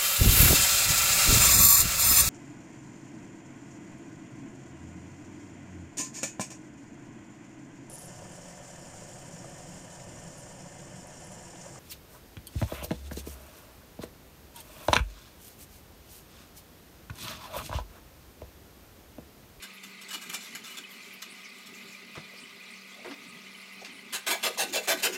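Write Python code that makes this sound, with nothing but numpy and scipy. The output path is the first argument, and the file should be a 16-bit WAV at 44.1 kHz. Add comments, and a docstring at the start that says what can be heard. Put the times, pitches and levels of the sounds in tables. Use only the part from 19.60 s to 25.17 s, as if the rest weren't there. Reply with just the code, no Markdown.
"""Scraping algae off aquarium glass

A man scrapes crusty algae off the inside of a big reef tank: first light, short scratches, then,
after he bumps the rim changing arms, hard scrubbing at almost seven strokes a second.
The crust snaps in tiny clicks that make the blade and the pane ring, and his arm churns up bubbles.
All the while the overflow trickles and the pump hums in the small room."""
import sys
import numpy as np
from scipy import signal
from scipy.fft import rfft, irfft, next_fast_len
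from scipy.io import wavfile

SR = 44100
rng = np.random.default_rng(int(sys.argv[2]) if len(sys.argv) > 2 else 0)


def inscribe(sig):
    """Save sig as 16-bit PCM at rate SR to the path in sys.argv[1].

    A 1-D sig is mono; a 2-D sig holds one channel per row.
    Samples are clipped to [-1, 1] before scaling.
    """
    pcm = np.round(np.clip(np.atleast_2d(sig).T, -1, 1) * 32767)
    wavfile.write(sys.argv[1], SR, pcm.astype(np.int16))


N = 245637
TIME = np.arange(N) / SR
TOP_HZ = 15800


def from_db(db):
    return 10 ** (np.asarray(db) / 20)


def rms_one(x):
    """Scales a sound to an average (rms) level of 1."""
    return x / np.sqrt(np.mean(x ** 2) + 1e-20)


def cut(x, hz, keep, order=2):
    """Keeps the "low" or the "high" side of a sound."""
    return signal.sosfilt(signal.butter(order, hz, keep, fs=SR, output="sos"), x)


def add(out, start_s, sound):
    """Lays a sound into a track."""
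    at = int(np.clip(start_s * SR, 0, len(out)))
    out[at:at + len(sound)] += sound[:len(out) - at]


def drift(per_s):
    """A smooth random wobble of about size 1, turning roughly per_s times a second."""
    knots = np.arange(0, N + 32, 32)
    hz = np.fft.rfftfreq(len(knots), knots[1] / SR)
    slow = irfft(rfft(rng.standard_normal(len(knots))) / (1 + (hz / per_s) ** 2), len(knots))
    return np.interp(np.arange(N), knots, rms_one(slow))


def clicks(per_s, spread_db):
    """Random clicks of uneven size and sign."""
    chance = rng.random(N) * SR / per_s
    born = chance < 1
    sizes = np.zeros(N)
    sizes[born] = from_db(spread_db * np.minimum(-np.log(chance[born]), 4))
    return sizes * rng.choice([-1, 1], N)


def coloured(x, spectrum):
    """Makes each pitch as strong or weak as a table says."""
    hz, db = np.transpose(spectrum)
    bins = np.maximum(np.fft.rfftfreq(N, 1 / SR), 1)
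    gain = from_db(np.interp(np.log(bins), np.log(hz), db))
    return rms_one(irfft(rfft(x) * gain, N))


def patchy(x, spread_db, per_s, lowest_hz, bands):
    """Bands above lowest_hz swell and fade, each on its own."""
    size = next_fast_len(N)
    spectrum = rfft(x, size)
    edges_hz = np.geomspace(lowest_hz, TOP_HZ, bands, endpoint=False)
    band = np.searchsorted(edges_hz, np.fft.rfftfreq(size, 1 / SR))
    gains = [1] + [rms_one(from_db(spread_db * drift(per_s))) for _ in range(bands)]
    return rms_one(sum(gain * irfft(spectrum * (band == k), size)[:N] for k, gain in enumerate(gains)))


def ringing(x, tones, wander_db=0):
    """A sound plus the tones it wakes, whose strength may wander; narrow tones ring longer."""
    out = x.copy()
    for hz, width_hz, db in tones:
        strength = from_db(wander_db * drift(per_s=5)) if wander_db else 1
        decay = np.exp(-np.pi * width_hz / SR)
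        gain = (1 - decay ** 2) / 2
        feedback = [1, -2 * decay * np.cos(2 * np.pi * hz / SR), decay ** 2]
        out += from_db(db) * signal.lfilter([gain, 0, -gain], feedback, x * strength + 1e-18)
    return out


def bubble(hz, cycles):
    """One bubble swells, rings for some cycles and fades."""
    age = np.arange(int(5 * cycles / hz * SR) + 2) / SR
    swell = 2 * age * hz / cycles
    return np.sin(2 * np.pi * hz * age) * swell * np.exp(1 - swell)


def bubble_clouds(rows, cycles, spread_octaves, count, glide_octaves=0):
    """Each row frees a cloud of bubbles; its pitch moves by glide_octaves from middle to end."""
    out = np.zeros(N)
    for middle_s, length_s, db, pitch_hz in rows:
        cloud = np.zeros(N)
        for early, late, size in rng.uniform(-1, 1, (count, 3)):
            when = (early + late) / 2  # most come near the middle
            hz = pitch_hz * 2 ** (glide_octaves * when + spread_octaves * size)
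            start_s = middle_s + 0.77 * (when * length_s - cycles / hz)
            add(cloud, start_s, (1 - size ** 2 / 2) * bubble(hz, cycles))
        out += from_db(db) * rms_one(cloud) * np.sqrt(length_s * SR / N)
    return out


# The tone colour of falling water: pitch_hz, level_db
TRICKLE_COLOUR = [(300, -37), (400, -9), (560, -13.5), (1050, -13), (1400, -16), (1780, -12.5), (2050, 0),
                  (2450, -1.5), (3100, -11), (4200, -9), (6000, -17.5), (9000, -22), (15500, -27.5)]
# Air ringing in the overflow box: pitch_hz, width_hz, level_db
BOX_TONES = [(1202, 140, -0.5), (1253, 24, 11.5), (1456, 21, 12), (1987, 54, -3.5)]


def overflow(count=4500, low_hz=2400, high_hz=15000, level_db=-49.5):
    """Water falls down the overflow as a wash of spray with tiny bubbles tinkling in it."""
    tinkle = np.zeros(N)
    for when, place, size in rng.random((count, 3)):
        hz = low_hz * (high_hz / low_hz) ** place
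        strength = hz * from_db(3.4 * min(-np.log(size), 3))
        add(tinkle, when * N / SR, strength * bubble(hz, cycles=16.3))
    spray = clicks(per_s=9000, spread_db=-1)
    water = coloured(rms_one(spray) + from_db(-6) * rms_one(tinkle), TRICKLE_COLOUR)
    water = patchy(ringing(water, BOX_TONES), spread_db=1.4, per_s=17, lowest_hz=1900, bands=12)
    return from_db(level_db + 0.6 * drift(per_s=12)) * water


def dribble(count=110, low_hz=1950, high_hz=3300, level_db=-50):
    """Small drops plink into the overflow box at random."""
    out = np.zeros(N)
    for when, place in rng.random((count, 2)):
        hz = low_hz * (high_hz / low_hz) ** place
        add(out, when * N / SR, from_db(level_db) * bubble(hz, cycles=24))
    return out


# The tone colour of the rumbling pump and pipes: pitch_hz, level_db
RUMBLE_COLOUR = [(25, -43), (55, -33), (95, -15), (145, -7.5), (175, -6), (215, -0.5), (255, -2), (310, -8),
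                 (390, -6.5), (520, -22.5), (1200, -44)]
# Air ringing in the drain pipes: pitch_hz, width_hz, level_db
PIPE_TONES = [(235, 28, 0.5), (401, 31, 5), (565, 8.2, 15)]


def pump(hum_hz=193.3, hum_db=-61, gurgle_db=-60):
    """The pump's spinning vanes hum while water gurgles in the pipes."""
    hz = hum_hz + 0.22 * drift(per_s=3.5)
    hum = rms_one(np.sin(2 * np.pi * np.cumsum(hz) / SR))
    hum *= from_db(hum_db - 2 * drift(per_s=2.3))
    rumble = coloured(clicks(per_s=500, spread_db=1.9), RUMBLE_COLOUR)
    gurgle = rms_one(ringing(rumble, PIPE_TONES))
    return hum + from_db(gurgle_db + 2.35 * drift(per_s=6.5)) * gurgle


# Pushes of the blade along the glass: start_s, rise_s, length_s, level_db
PUSHES = [(0.019, 0.019, 0.025, -40.5), (.233, 0.007, 0.014, -47), (.412, 0.007, 0.021, -46.5),
          (.484, 0.0088, 0.011, -45.5), (0.504, 0.011, 0.016, -43), (.528, 0.015, 0.024, -34),
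          (.607, 0.0096, 0.073, -48), (0.691, 0.0084, 0.016, -38), (0.728, 0.0067, 0.014, -36.5),
          (.742, .005, 0.0058, -32), (.8, 0.036, 0.069, -46.5), (0.9492, 0.0047, 0.0058, -34.5),
          (1.037, 0.0045, 0.12, -49), (1.169, 0.011, 0.021, -40), (1.618, 0.0059, 0.014, -39),
          (2.058, .012, 0.03, -49.5), (4.524, 0.014, 0.047, -30.5), (4.664, 0.0093, 0.04, -28),
          (4.699, 0.017, 0.044, -28), (4.828, 0.012, 0.053, -27.5), (4.974, 0.033, 0.063, -27),
          (5.124, 0.035, 0.061, -28.5), (5.273, 0.018, 0.055, -23.5), (5.423, 0.023, 0.046, -23)]


def blade_moves(hard_db=-29.5, firmer_db_per_s=27, slides=11, rise_s=0.033):
    """The pushes, an ever firmer drag back after each hard one, and loose slides early on."""
    moves = list(PUSHES)
    hard_starts = [start_s for start_s, _, _, db in PUSHES if db > hard_db]
    for start_s in hard_starts:
        drag_db = -55.5 + firmer_db_per_s * (start_s - hard_starts[0])
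        moves.append((start_s + 0.096, rise_s, 0.041, drag_db))
    for k, (when, size) in enumerate(rng.random((slides, 2))):
        slide_start_s = 0.07 + 2.33 * (k + when) / slides
        moves.append((slide_start_s, rise_s, 0.12, -61.5 + 4 * size))
    return moves


def pressure(moves, light_boost, sag_db, release_s, light_db=-35):
    """The blade bites, eases and lets go. A move gains light_boost dB per dB it is below light_db."""
    out = np.zeros(N)
    for start_s, rise_s, length_s, db in moves:
        boost_db = light_boost * max(light_db - db, 0)
        span = slice(int(start_s * SR), int(start_s * SR) + SR // 2)
        age = np.maximum(TIME[span] - start_s, 0)
        bite = np.minimum(age / rise_s, 1) ** 0.55
        crack = from_db(2) * np.exp(-(rise_s / 0.0049) ** 2 - age / 0.0068)  # a fast bite chips crust
        travel = np.clip((age - rise_s) / max(length_s - rise_s, 1e-3), 0, 1)
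        let_go = np.exp(-np.maximum(age - length_s, 0) / release_s)
        out[span] += bite * (1 + crack) * let_go * from_db(db + boost_db - sag_db * travel ** 2)
    return out


def edge_echoes(x, echo_db=-7, fade_s=0.025):
    """Waves bounce back from the pane's edges, differently for each push, as each is at a new spot."""
    out, age = np.zeros(N), np.arange(SR // 20) / SR
    starts = [0] + sorted(int(push[0] * SR) for push in PUSHES[1:]) + [N]
    for first, last in zip(starts, starts[1:]):
        echoes = rng.standard_normal(len(age)) * from_db(-60 * age / fade_s)
        path = (age == 0) + from_db(echo_db) * echoes / np.linalg.norm(echoes)
        add(out, first / SR, signal.fftconvolve(x[first:last], path / np.linalg.norm(path)))
    return out


# The tone colour of breaking crust: pitch_hz, level_db
CRUST_COLOUR = [(50, -49), (100, -24.5), (160, -20), (220, -5), (450, -7), (1000, -2), (1400, -4.5),
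                (2400, -3), (3500, -3), (4800, -5), (7200, -4.5), (9800, -11), (11800, -7.5), (15500, -16)]


def crust():
    """The algae crust snaps in thousands of tiny grains under the juddering blade."""
    snaps = coloured(clicks(per_s=4500, spread_db=0.9), CRUST_COLOUR)
    judder = from_db(0.56 * drift(per_s=45))
    return patchy(snaps * judder, spread_db=1.7, per_s=8, lowest_hz=1100, bands=22)


# The ringing of the blade: pitch_hz, width_hz, level_db
BLADE_TONES = [(1296, 60, 5.5), (1583, 73, 7.5), (2380, 52, 6.5), (2930, 47, 12), (3540, 200, 3.5),
               (4110, 92, 1), (5390, 160, -1), (6280, 50, -3), (7130, 260, 2.5), (7900, 160, 2),
               (10460, 84, -6), (11420, 60, 4.5), (13050, 180, -4)]


def singing_blade(scratch):
    """Held lightly, the blade crackles and sings."""
    crackle = from_db(-0.5 + 1.5 * drift(per_s=170))
    return ringing(scratch * crackle, BLADE_TONES, wander_db=2.8)


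# The ringing of the glass pane: pitch_hz, width_hz, level_db
PANE_TONES = [(395, 30, 6), (475, 7.3, 0), (564, 24, -15), (665, 16, 0), (793, 16, 4), (950, 16, -21),
              (1235, 25, -1), (1506, 27, 1.5), (1568, 12, 2), (1655, 24, -1.5), (2102, 41, 2.5),
              (2300, 32, 4), (2354, 30, 2), (2480, 50, -9), (2680, 52, 5.5), (3060, 27, 1), (3340, 28, -2),
              (3460, 35, 4), (3790, 110, -4.5), (4070, 61, 3.5), (4550, 85, -3), (5120, 150, -10),
              (6430, 59, -13), (6750, 48, 9), (7060, 130, -9), (7650, 70, -3), (8800, 140, 3),
              (11200, 120, 5), (13800, 150, -2)]


def scraper(split_hz=4500, hollow_hz=1050, firm_from_s=4.4, flex_db=-31, gain_db=-2):
    """Breaking crust shakes the blade and the pane; each place on the glass rings differently."""
    grains, moves = crust(), blade_moves()
    # Light moves sound brighter, and the finest grains fade first along a stroke.
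    force = pressure(moves, light_boost=-0.0836, sag_db=1.5, release_s=0.013)
    fine_force = pressure(moves, light_boost=0.1216, sag_db=6.5, release_s=0.018)
    coarse = cut(grains, split_hz, "low", order=3) * force
    fine = cut(grains, split_hz, "high", order=3) * fine_force
    scratch = edge_echoes(cut(coarse + fine, hollow_hz, "high", order=3))
    firm = TIME > firm_from_s  # the blade is now held flat and firm
    blade = singing_blade(scratch * ~firm)
    flex = force / (force + from_db(flex_db))  # only a hard push bends it enough to sound hollow
    hollow = cut(coarse, hollow_hz, "low", order=3) * (0.037 + 1.28 * flex) * from_db(-3 * ~firm)
    pane = ringing(scratch * firm + hollow, PANE_TONES, wander_db=2.8)
    return from_db(gain_db) * (pane + blade)


# Spurts of foam: middle_s, length_s, level_db, pitch_hz
FIZZES = [(.15, 0.029, -56, 11800), (1.32, 0.03, -54, 12800), (1.543, 0.019, -52.5, 12400),
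          (1.717, 0.034, -53, 9200), (1.856, 0.025, -51, 5560), (2.151, 0.017, -54, 7000),
          (2.334, .025, -55.5, 6060), (2.785, 0.035, -51, 4820), (2.815, 0.064, -56, 8300),
          (3.084, 0.028, -53, 3600), (3.114, 0.014, -56, 9100), (3.309, 0.029, -58, 6700),
          (3.529, 0.043, -55.5, 5450), (3.698, .025, -55, 8600), (3.99, 0.064, -61, 10500),
          (4.132, 0.012, -55, 11600), (4.22, 0.02, -53, 6100), (4.36, 0.067, -59, 9600)]


def fizz(gain_db=-2):
    """Tiny bubbles burst at the surface in short spurts."""
    return from_db(gain_db) * bubble_clouds(FIZZES, cycles=13, spread_octaves=0.28, count=100)


# The arm shoving the water: middle_s, length_s, level_db, pitch_hz
SLOSHES = [(.265, 0.041, -56, 241), (.56, 0.027, -52, 270), (.69, 0.041, -51, 250), (.755, 0.037, -59, 315),
           (.945, 0.056, -56.5, 224), (1.2, 0.033, -54, 270), (2.739, 0.031, -57, 560),
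           (2.835, 0.039, -55.5, 239), (3.41, 0.074, -57, 627), (3.465, 0.025, -44.5, 460),
           (3.485, 0.0516, -49, 278), (3.68, .12, -55, 232), (4.227, 0.015, -46.5, 670),
           (4.33, 0.076, -54, 259), (4.698, 0.022, -42, 340), (4.735, 0.058, -41, 855),
           (4.878, .045, -37.5, 552), (5.008, 0.045, -35, 700), (5.035, 0.035, -50.5, 245),
           (5.1, 0.077, -45.5, 326), (5.175, 0.057, -36.5, 583), (5.31, 0.058, -35.5, 630),
           (5.36, 0.047, -42, 286), (5.47, 0.066, -39, 465), (5.54, 0.072, -47, 330)]


def sloshes(gain_db=0.5):
    """Each shove churns up big bubbles; the lowest tend to come last."""
    churn = bubble_clouds(SLOSHES, cycles=2.894, spread_octaves=0.45, count=70, glide_octaves=-0.2)
    return from_db(gain_db) * churn


# Drops plinking into water, those at 1.855, 2.07 and 2.347 s in the overflow's trickle: start_s, level_db,
# pitch_hz
DRIPS = [(1.114, -47, 2990), (1.237, -41, 2980), (1.247, -39, 2540), (1.855, -42, 2216), (2.07, -45, 3430),
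         (2.347, -42, 2400), (2.835, -43.5, 2990), (3.137, -46, 4400), (3.948, -44, 3010)]


def drips():
    """Each drop plinks as one small ringing bubble."""
    out = np.zeros(N)
    for start_s, db, hz in DRIPS:
        add(out, start_s, from_db(db) * bubble(hz, cycles=18))
    return out


# Short knocks: bumps on the tank's rim and hood, then a bright tap of the blade on the glass:
# start_s, level_db, low_hz, high_hz, fade_s (to fall 60 dB)
KNOCKS = [(2.553, -40, 705, 2620, 0.12), (2.572, -38.5, 118, 268, 0.13), (2.574, -40.5, 520, 1600, 0.089),
          (3.446, -41.5, 380, 1700, 0.26), (3.511, -41, 600, 2630, 0.12), (4.247, -40.5, 1500, 3860, 0.2)]


def knocks():
    """Each blow wakes many crowded tones in what it hits, and they die quickly."""
    out, age = np.zeros(N), np.arange(SR // 2) / SR
    for start_s, db, low_hz, high_hz, fade_s in KNOCKS:
        noise = rng.standard_normal(len(age))
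        knock = rms_one(cut(cut(noise, high_hz, "low"), low_hz, "high"))
        add(out, start_s, knock * from_db(db - 60 * age / fade_s))
    return out


def gulp(start_s=3.5, level_db=-38, pitch_hz=285.5):
    """The arm plunges in and one big pocket of air closes behind it."""
    out = np.zeros(N)
    add(out, start_s, from_db(level_db) * bubble(pitch_hz, cycles=7.5))
    return out


# The blade squeaking: middle_s, half_length_s, level_db, pitch_hz
SQUEAKS = [(4.721, 0.0079, -34.5, 949), (4.727, .035, -40, 1674), (4.743, 0.019, -42, 817),
           (5.014, 0.02, -37, 796)]


def squeaks():
    """On clean glass the blade sticks and slips, making a short, unsteady tone."""
    out, waver = np.zeros(N), 1 + 0.012 * drift(per_s=60)
    for middle_s, half_length_s, db, hz in SQUEAKS:
        tone = rms_one(np.sin(2 * np.pi * np.cumsum(hz * waver) / SR))
        swell = np.exp(-((TIME - middle_s) / half_length_s) ** 2)
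        out += from_db(db) * swell * tone
    return out


def room(x, echo_db=-11.5, split_hz=5000, low_fade_s=0.34, high_fade_s=0.13, first_echo_s=0.0015):
    """Many wall echoes follow the direct sound; their high part dies sooner."""
    age = np.arange(SR // 2) / SR
    echoes = rng.standard_normal(len(age)) * (age > first_echo_s)
    tail = cut(echoes, split_hz, "low", order=1) * from_db(-60 * age / low_fade_s)
    tail += cut(echoes, split_hz, "high", order=1) * from_db(-60 * age / high_fade_s)
    return x + from_db(echo_db) * signal.fftconvolve(x, tail / np.linalg.norm(tail))[:N]


def scene():
    """The tank's sounds echo in the room, and the pump is added underneath."""
    cleaning = scraper() + squeaks() + sloshes() + gulp() + fizz() + drips() + knocks()
    return (room(cleaning + overflow() + dribble()) + pump())[None]


def record(dry):
    """Everything above TOP_HZ is cut away steeply."""
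    return signal.sosfilt(signal.ellip(12, .1, 80, TOP_HZ, fs=SR, output="sos"), dry)


dry = scene()
out = record(dry)
inscribe(out)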